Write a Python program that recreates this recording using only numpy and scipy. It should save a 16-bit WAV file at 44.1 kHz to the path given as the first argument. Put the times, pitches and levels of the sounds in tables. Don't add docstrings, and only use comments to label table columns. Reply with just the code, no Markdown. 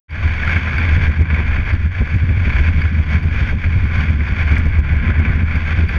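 import sys
import numpy as np
from scipy import signal
from scipy.fft import rfft, irfft, next_fast_len
from scipy.io import wavfile
from scipy.ndimage import map_coordinates

SR = 44100
rng = np.random.default_rng(int(sys.argv[2]) if len(sys.argv) > 2 else 0)


def bounce(signal):
    frames = np.transpose(np.atleast_2d(signal))
    limited = np.clip(frames, -1, 1)
    pcm = np.round(limited * 32767).astype(np.int16)
    wavfile.write(sys.argv[1], SR, pcm)


N = 263718


def amp(db):
    return 10 ** (np.asarray(db) / 20)


def unit(x):
    return x / np.sqrt(np.mean(x ** 2) + 1e-20)


def clock():
    return np.arange(N) / SR


def automation(points):
    times, values = np.transpose(points)
    return np.interp(clock(), times, values)


def wobble(rate):
    return map_coordinates(rng.standard_normal(N // 8), [clock() * rate])


def hump(at, rise, ease):
    out = np.zeros(N)
    near = slice(max(int((at - 4 * rise) * SR), 0), int((at + 5 * rise) * SR))
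    offset = (np.arange(*near.indices(N)) / SR - at) / rise
    out[near] = np.exp(-np.where(offset > 0, offset / ease, offset) ** 2)
    return out


def hits(events, rise, decay):
    t, out = clock(), np.zeros(N)
    for at, db in events:
        near = slice(max(int(at * SR) - SR // 4, 0), int(at * SR) + SR // 4)
        age = t[near] - at
        out[near] += amp(db) * np.exp(np.minimum(age / rise, -age / decay))
    return out


def eq_curve(points):
    freqs, db = np.transpose(points)
    return lambda hz: amp(np.interp(np.log(hz + 1), np.log(freqs), db))


def equalise(x, curve):
    size = 2 * next_fast_len(N // 2 + SR // 4)
    gain = np.maximum(curve(np.fft.rfftfreq(size, 1 / SR)), 1e-6)
    cepstrum = irfft(np.log(gain), size)
    cepstrum[1:size // 2] *= 2
    cepstrum[size // 2 + 1:] = 0
    return irfft(rfft(x, size) * np.exp(rfft(cepstrum)), size)[:N]


def noise(points):
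    return unit(equalise(rng.standard_normal(N), eq_curve(points)))


# (time [s], relative level [dB])
GUSTS = [(0.1, -37.5), (0.25, -27.5), (.7, -31), (1.05, -22), (1.25, -29.5), (1.6, -21), (1.85, -28.5),
         (2.2, -31.5), (2.5, -20.5), (2.85, -23.5), (3.05, -29), (3.4, -24.5), (3.65, -23), (4.2, -27.5),
         (4.5, -23.5), (4.93, -21), (5.25, -23), (5.98, -31.5)]
# (frequency [Hz], relative level [dB])
WIND_EQ = [(10, -23), (22, 4.5), (30, -7.5), (42, -5.5), (70, -0.5), (150, -21.5), (400, -42.5),
           (1500, -100)]

def wind():
    return amp(automation(GUSTS) + 4.5 + 1.1 * wobble(1.1)) * noise(WIND_EQ)


# (time [s], relative level [dB])
FITTING_CLICKS = [(2.141, -51), (2.867, -55.5), (4.583, -37.5), (4.655, -47.5), (4.661, -55), (5.617, -63)]
# (frequency [Hz], relative level [dB])
CLICK_EQ = [(1000, -18), (3500, -23), (4700, 10.5), (6400, 6), (7200, -5), (9500, -4), (11500, -11.5),
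            (14000, -9), (15500, -27.5)]

def fittings():
    return amp(2.5) * hits(FITTING_CLICKS, rise=0.00047, decay=0.001) * noise(CLICK_EQ)


# (time [s], relative level [dB])
HOOK_CLINKS = [(0.106, -47), (0.7813, -41.5), (1.308, -60), (1.731, -48.5), (2.816, -43), (3.23, -53.5),
               (5.5562, -43.5), (5.887, -47)]
# (frequency [Hz], relative level [dB], time to fall 60 dB [s])
HOOK_MODES = [(1500, 21, .04), (4680, 16, 0.03), (9400, -1.5, .018), (10300, -4.5, .014),
              (11400, -6.5, .016), (12100, -8, .014)]

def snap_hook():
    out, t = np.zeros(N + SR), np.arange(SR // 10) / SR
    attack = 1 - np.exp(-t / 0.0008)
    for at, db in HOOK_CLINKS:
        ring = sum(amp(mode_db + rng.normal(0, 3) - 60 * t / t60) * np.sin(2 * np.pi * hz * t)
                   for hz, mode_db, t60 in HOOK_MODES)
        out[round(at * SR):][:len(t)] += amp(db - 2.5) * ring * attack
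    chatter = unit(amp(2.8 * wobble(1100)))
    return out[:N] * chatter


# (time [s], pitch [Hz], level [dB])
SNOW_SQUEAKS = [(.436, 1660, -19.5), (.48, 1420, -19), (0.498, 1620, -21), (2.856, 1520, -26)]

def squeaks():
    t, out = clock(), np.zeros(N)
    glide_hz_per_s = 3700
    rough_phase = 0.44 * wobble(350)
    for at, hz, db in SNOW_SQUEAKS:
        cycles = hz * (t - at) + glide_hz_per_s * (t - at) ** 2 / 2
        tone = np.sqrt(2) * np.sin(2 * np.pi * cycles + rough_phase)
        out += amp(db) * hump(at, rise=0.0043, ease=0.73) * tone
    return out


# (time [s], swing level [dB], relative knock level [dB])
BUMPS = [(0.259, -11.5, -33.5), (.48, -16, -26), (.566, -11.5, -14.5), (.81, -17.5, -27.5),
         (.89, -12.5, -35), (0.932, -10, -31.5), (0.977, -10, -21.5), (1.093, -10.5, -25.5),
         (1.213, -8.5, -23.5), (1.336, -11.5, -27), (1.399, -15, -20.5), (1.521, -19.5, -37.5),
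         (1.592, -19, -25.5), (1.742, -12, -19), (1.857, -12, -34), (2.017, -10, -19), (2.157, -10, -26),
         (2.232, -10, -31), (2.31, -10, -21.5), (2.376, -14.5, -24.5), (2.477, -15, -22),
         (2.604, -15, -25.5), (2.7, -13.5, -27), (2.863, -10.5, -28.5), (2.935, -14, -37.5),
         (3, -10.5, -44), (3.161, -11, -28), (3.255, -14, -22), (3.424, -12, -34.5), (3.528, -12.5, -17),
         (3.673, -12, -24.5), (3.77, -9.5, -34), (3.848, -13, -24.5), (3.99, -11.5, -34),
         (4.098, -9, -26.5), (4.216, -13.5, -22), (4.325, -11, -30), (4.46, -15, -34), (4.528, -8, -24),
         (4.594, -11.5, -26.5), (4.667, -11.5, -21.5), (4.789, -11.5, -23), (4.935, -14, -21),
         (5.098, -9, -21.5), (5.202, -12.5, -23), (5.305, -14, -24.5), (5.36, -12.5, -34),
         (5.421, -12, -27), (5.561, -13, -22.5), (5.73, -13, -36.5), (5.795, -10.5, -21.5),
         (5.84, -10, -24.5), (5.968, -12, -26)]
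# (time [s], relative level [dB])
BAG_BOOM = [(.1, -36.5), (.5, -29.5), (1.05, -27), (1.55, -30), (1.85, -37.5), (2.5, -28), (3, -28),
            (3.45, -27.5), (3.8, -28.5), (4.1, -28.5), (4.8, -28), (5.2, -22.5), (5.5, -28), (5.98, -25.5)]
# (frequency [Hz], relative level [dB])
SWING_EQ = [(40, -34.5), (56, -12), (69, -5.5), (80, 8), (87, -1.5), (98, -5.5), (125, -28.5), (250, -61.5),
            (500, -120)]
BOOM_EQ = [(70, -31), (110, -0.5), (160, 2.5), (183, -5), (220, -2), (270, -10.5), (400, -22), (800, -38),
           (2500, -98.5)]
KNOCK_EQ = [(100, -15), (160, 5), (230, 0), (350, -8), (600, -19.5), (1200, -31), (4000, -66.5)]

def frame():
    times, swing_db, knock_db = np.transpose(BUMPS)
    resonance = signal.hilbert(noise(SWING_EQ))
    swing = unit(resonance.real / np.sqrt(np.abs(resonance) ** 2 + 0.15))
    judder = amp(-21 + 2.9 * wobble(22))
    bump_power = sum((amp(db) * hump(at, rise=0.024, ease=0.88)) ** 2 for at, db in zip(times, swing_db))
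    swing_level = np.sqrt(judder ** 2 + bump_power)
    bag_level = amp(automation(BAG_BOOM) - 1 + 2.3 * wobble(26))
    boom = np.hypot(amp(-14) * swing_level, bag_level) * noise(BOOM_EQ)
    knocks = amp(-1.5) * hits(zip(times, knock_db), rise=0.009, decay=0.012) * noise(KNOCK_EQ)
    return swing_level * swing + boom + knocks


# (frequency [Hz], relative level [dB])
TICK_EQ = [(500, -17), (2000, 2), (4000, 5.5), (6200, 7), (7500, -0.5), (9500, -7), (12000, -12),
           (15000, -24)]

def mount(motion, play, stiffening, tick_db):
    press = np.clip(np.abs(motion) - play, 0, 0.15)
    ticks = amp(tick_db) * press * noise(TICK_EQ)
    return motion + stiffening * np.sign(motion) * press ** 2 + ticks


# (frequency [Hz], relative level [dB])
WALL_EQ = [(150, -20.5), (400, -12.5), (900, -13.5), (1300, -13.5), (2000, -10.5), (2750, -19), (3400, -17),
           (4000, -33.5), (4800, -30), (5250, -38.5), (6500, -40), (7300, -53.5), (10000, -54.5),
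           (15000, -67.5)]
# (frequency [Hz], width [Hz], relative level [dB])
HOUSING_PEAKS = [(1029.5, 46, -6.5), (1160, 71, -11), (1459, 152, -5), (1632, 230, -1.5), (1970, 68, -4),
                 (2231, 221, -0.5), (2386, 320, -6), (4140, 110, -40), (4527, 160, -24), (5530, 170, -32),
                 (6410, 140, -33.5)]

def housing(hz):
    peak_power = sum((amp(db) / (1 + ((hz - centre) / width) ** 2) ** 2) ** 2
                     for centre, width, db in HOUSING_PEAKS)
    return np.sqrt(eq_curve(WALL_EQ)(hz) ** 2 + peak_power)


def snow(grains_per_s, spread_db, hiss_db):
    snaps = rng.random(N) < grains_per_s / SR
    sizes = amp(spread_db * np.clip(rng.standard_normal(N), -2, 2))
    polarity = rng.choice([-1, 1], N)
    return unit(unit(snaps * sizes * polarity) + amp(hiss_db) * rng.standard_normal(N))


# (time [s], relative level [dB])
CRUST_BREAKS = [(0.4293, -16), (0.4769, -14), (0.5243, -12), (0.562, -10), (0.6716, -14.5), (0.782, -11),
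                (0.815, -15.5), (1.3024, -11.5), (1.5652, -19), (1.7037, -13.5), (2.2916, -20),
                (2.5638, -12), (2.8149, -18), (3.6394, -15), (4.0844, -19), (4.2068, -18), (4.4153, -18),
                (4.566, -11), (4.848, -22), (5.2504, -11), (5.495, -23), (5.8919, -16)]
# (frequency [Hz], relative level [dB])
CRUST_EQ = [(500, -5), (1400, 0.5), (2400, 1.5), (3500, -3), (7000, -7)]

def crusts():
    envelope = hits(CRUST_BREAKS, rise=0.00091, decay=0.009)
    grains = snow(grains_per_s=5300, spread_db=-0.5, hiss_db=-2.0)
    return amp(-6.5) * equalise(envelope * grains, eq_curve(CRUST_EQ))


# (time [s], relative level [dB], build time [s])
TEAM_PULLS = [(0.262, -29.5, 0.23), (0.492, -22, 0.1), (0.8, -24, 0.25), (1.042, -21.5, 0.031),
              (1.362, -24.5, 0.074), (1.527, -24.5, 0.074), (1.686, -24, 0.046), (1.973, -28.5, .04),
              (2.118, -28.5, 0.046), (2.51, -25, 0.14), (2.663, -27.5, 0.031), (2.826, -30.5, .1),
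              (3.126, -24.5, 0.039), (3.4, -25, .08), (3.496, -26, .024), (3.735, -34, 0.16),
              (3.995, -25.5, 0.1), (4.293, -27, 0.03), (4.386, -26, 0.052), (4.508, -26, 0.13),
              (4.754, -32, 0.049), (4.9, -28, 0.078), (5.063, -24.5, .057), (5.185, -28, 0.062),
              (5.265, -25, .022), (5.35, -27, .07), (5.533, -27.5, 0.095), (5.709, -26, 0.13),
              (5.947, -25.5, 0.062)]
# (time [s], level change [dB])
CREST_LULLS = [(1.27, -1), (1.785, -3.5), (1.895, -7), (2.72, -3), (3.01, -2), (3.57, -4.5), (4.82, -5.5),
               (5.45, -3.5), (5.865, -4.5)]

def scrape_fader():
    glide = amp(-32.5 + 0.64 * wobble(9))
    pull_power = sum((amp(db) * hump(at, rise, ease=1.2)) ** 2 for at, db, rise in TEAM_PULLS)
    lull_db = sum(db * hump(at, rise=0.017, ease=0.91) for at, db in CREST_LULLS)
    return 10 * np.log10(glide ** 2 + pull_power) + 0.5 * wobble(24) + lull_db


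# (time [s], treble level [dB])
SNOW_GRIT = [(0.1, 1), (0.5, 2.5), (0.95, 0.5), (1.3, -3), (1.8, 0.5), (2.5, 1.5), (3.3, 2.5), (4.2, 2),
             (4.7, -1), (5.2, -5.5), (5.55, 0.5), (5.98, 1.5)]

def runners():
    level = amp(scrape_fader() - 0.63)
    clumps = unit(amp(0.96 * wobble(50) + 1.2 * wobble(190)))
    scrape = level * clumps * snow(grains_per_s=2400, spread_db=5.0, hiss_db=0.0)
    treble = signal.sosfiltfilt(signal.butter(2, 3200, "high", fs=SR, output="sos"), scrape)
    scrape += (amp(automation(SNOW_GRIT)) - 1) * treble
    makeup_gain = 1 / np.sqrt(np.mean(housing(np.linspace(0, SR / 2, SR // 8)) ** 2))
    return makeup_gain * equalise(scrape + crusts(), housing)


def scene():
    low_end = mount(frame() + wind(), play=0.39, stiffening=3.2, tick_db=-32.0)
    return (runners() + squeaks() + low_end + fittings() + snap_hook())[None]


def record(dry):
    ceiling, top_hz = 0.85, 15600
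    faded = dry * np.clip((clock() - 0.082) / 0.081, 0, 1)
    rounded = faded / (1 + np.abs(faded / ceiling) ** 8) ** (1 / 8)
    return irfft(rfft(rounded) * (np.fft.rfftfreq(N, 1 / SR) < top_hz), N)


dry = scene()
out = record(dry)
bounce(out)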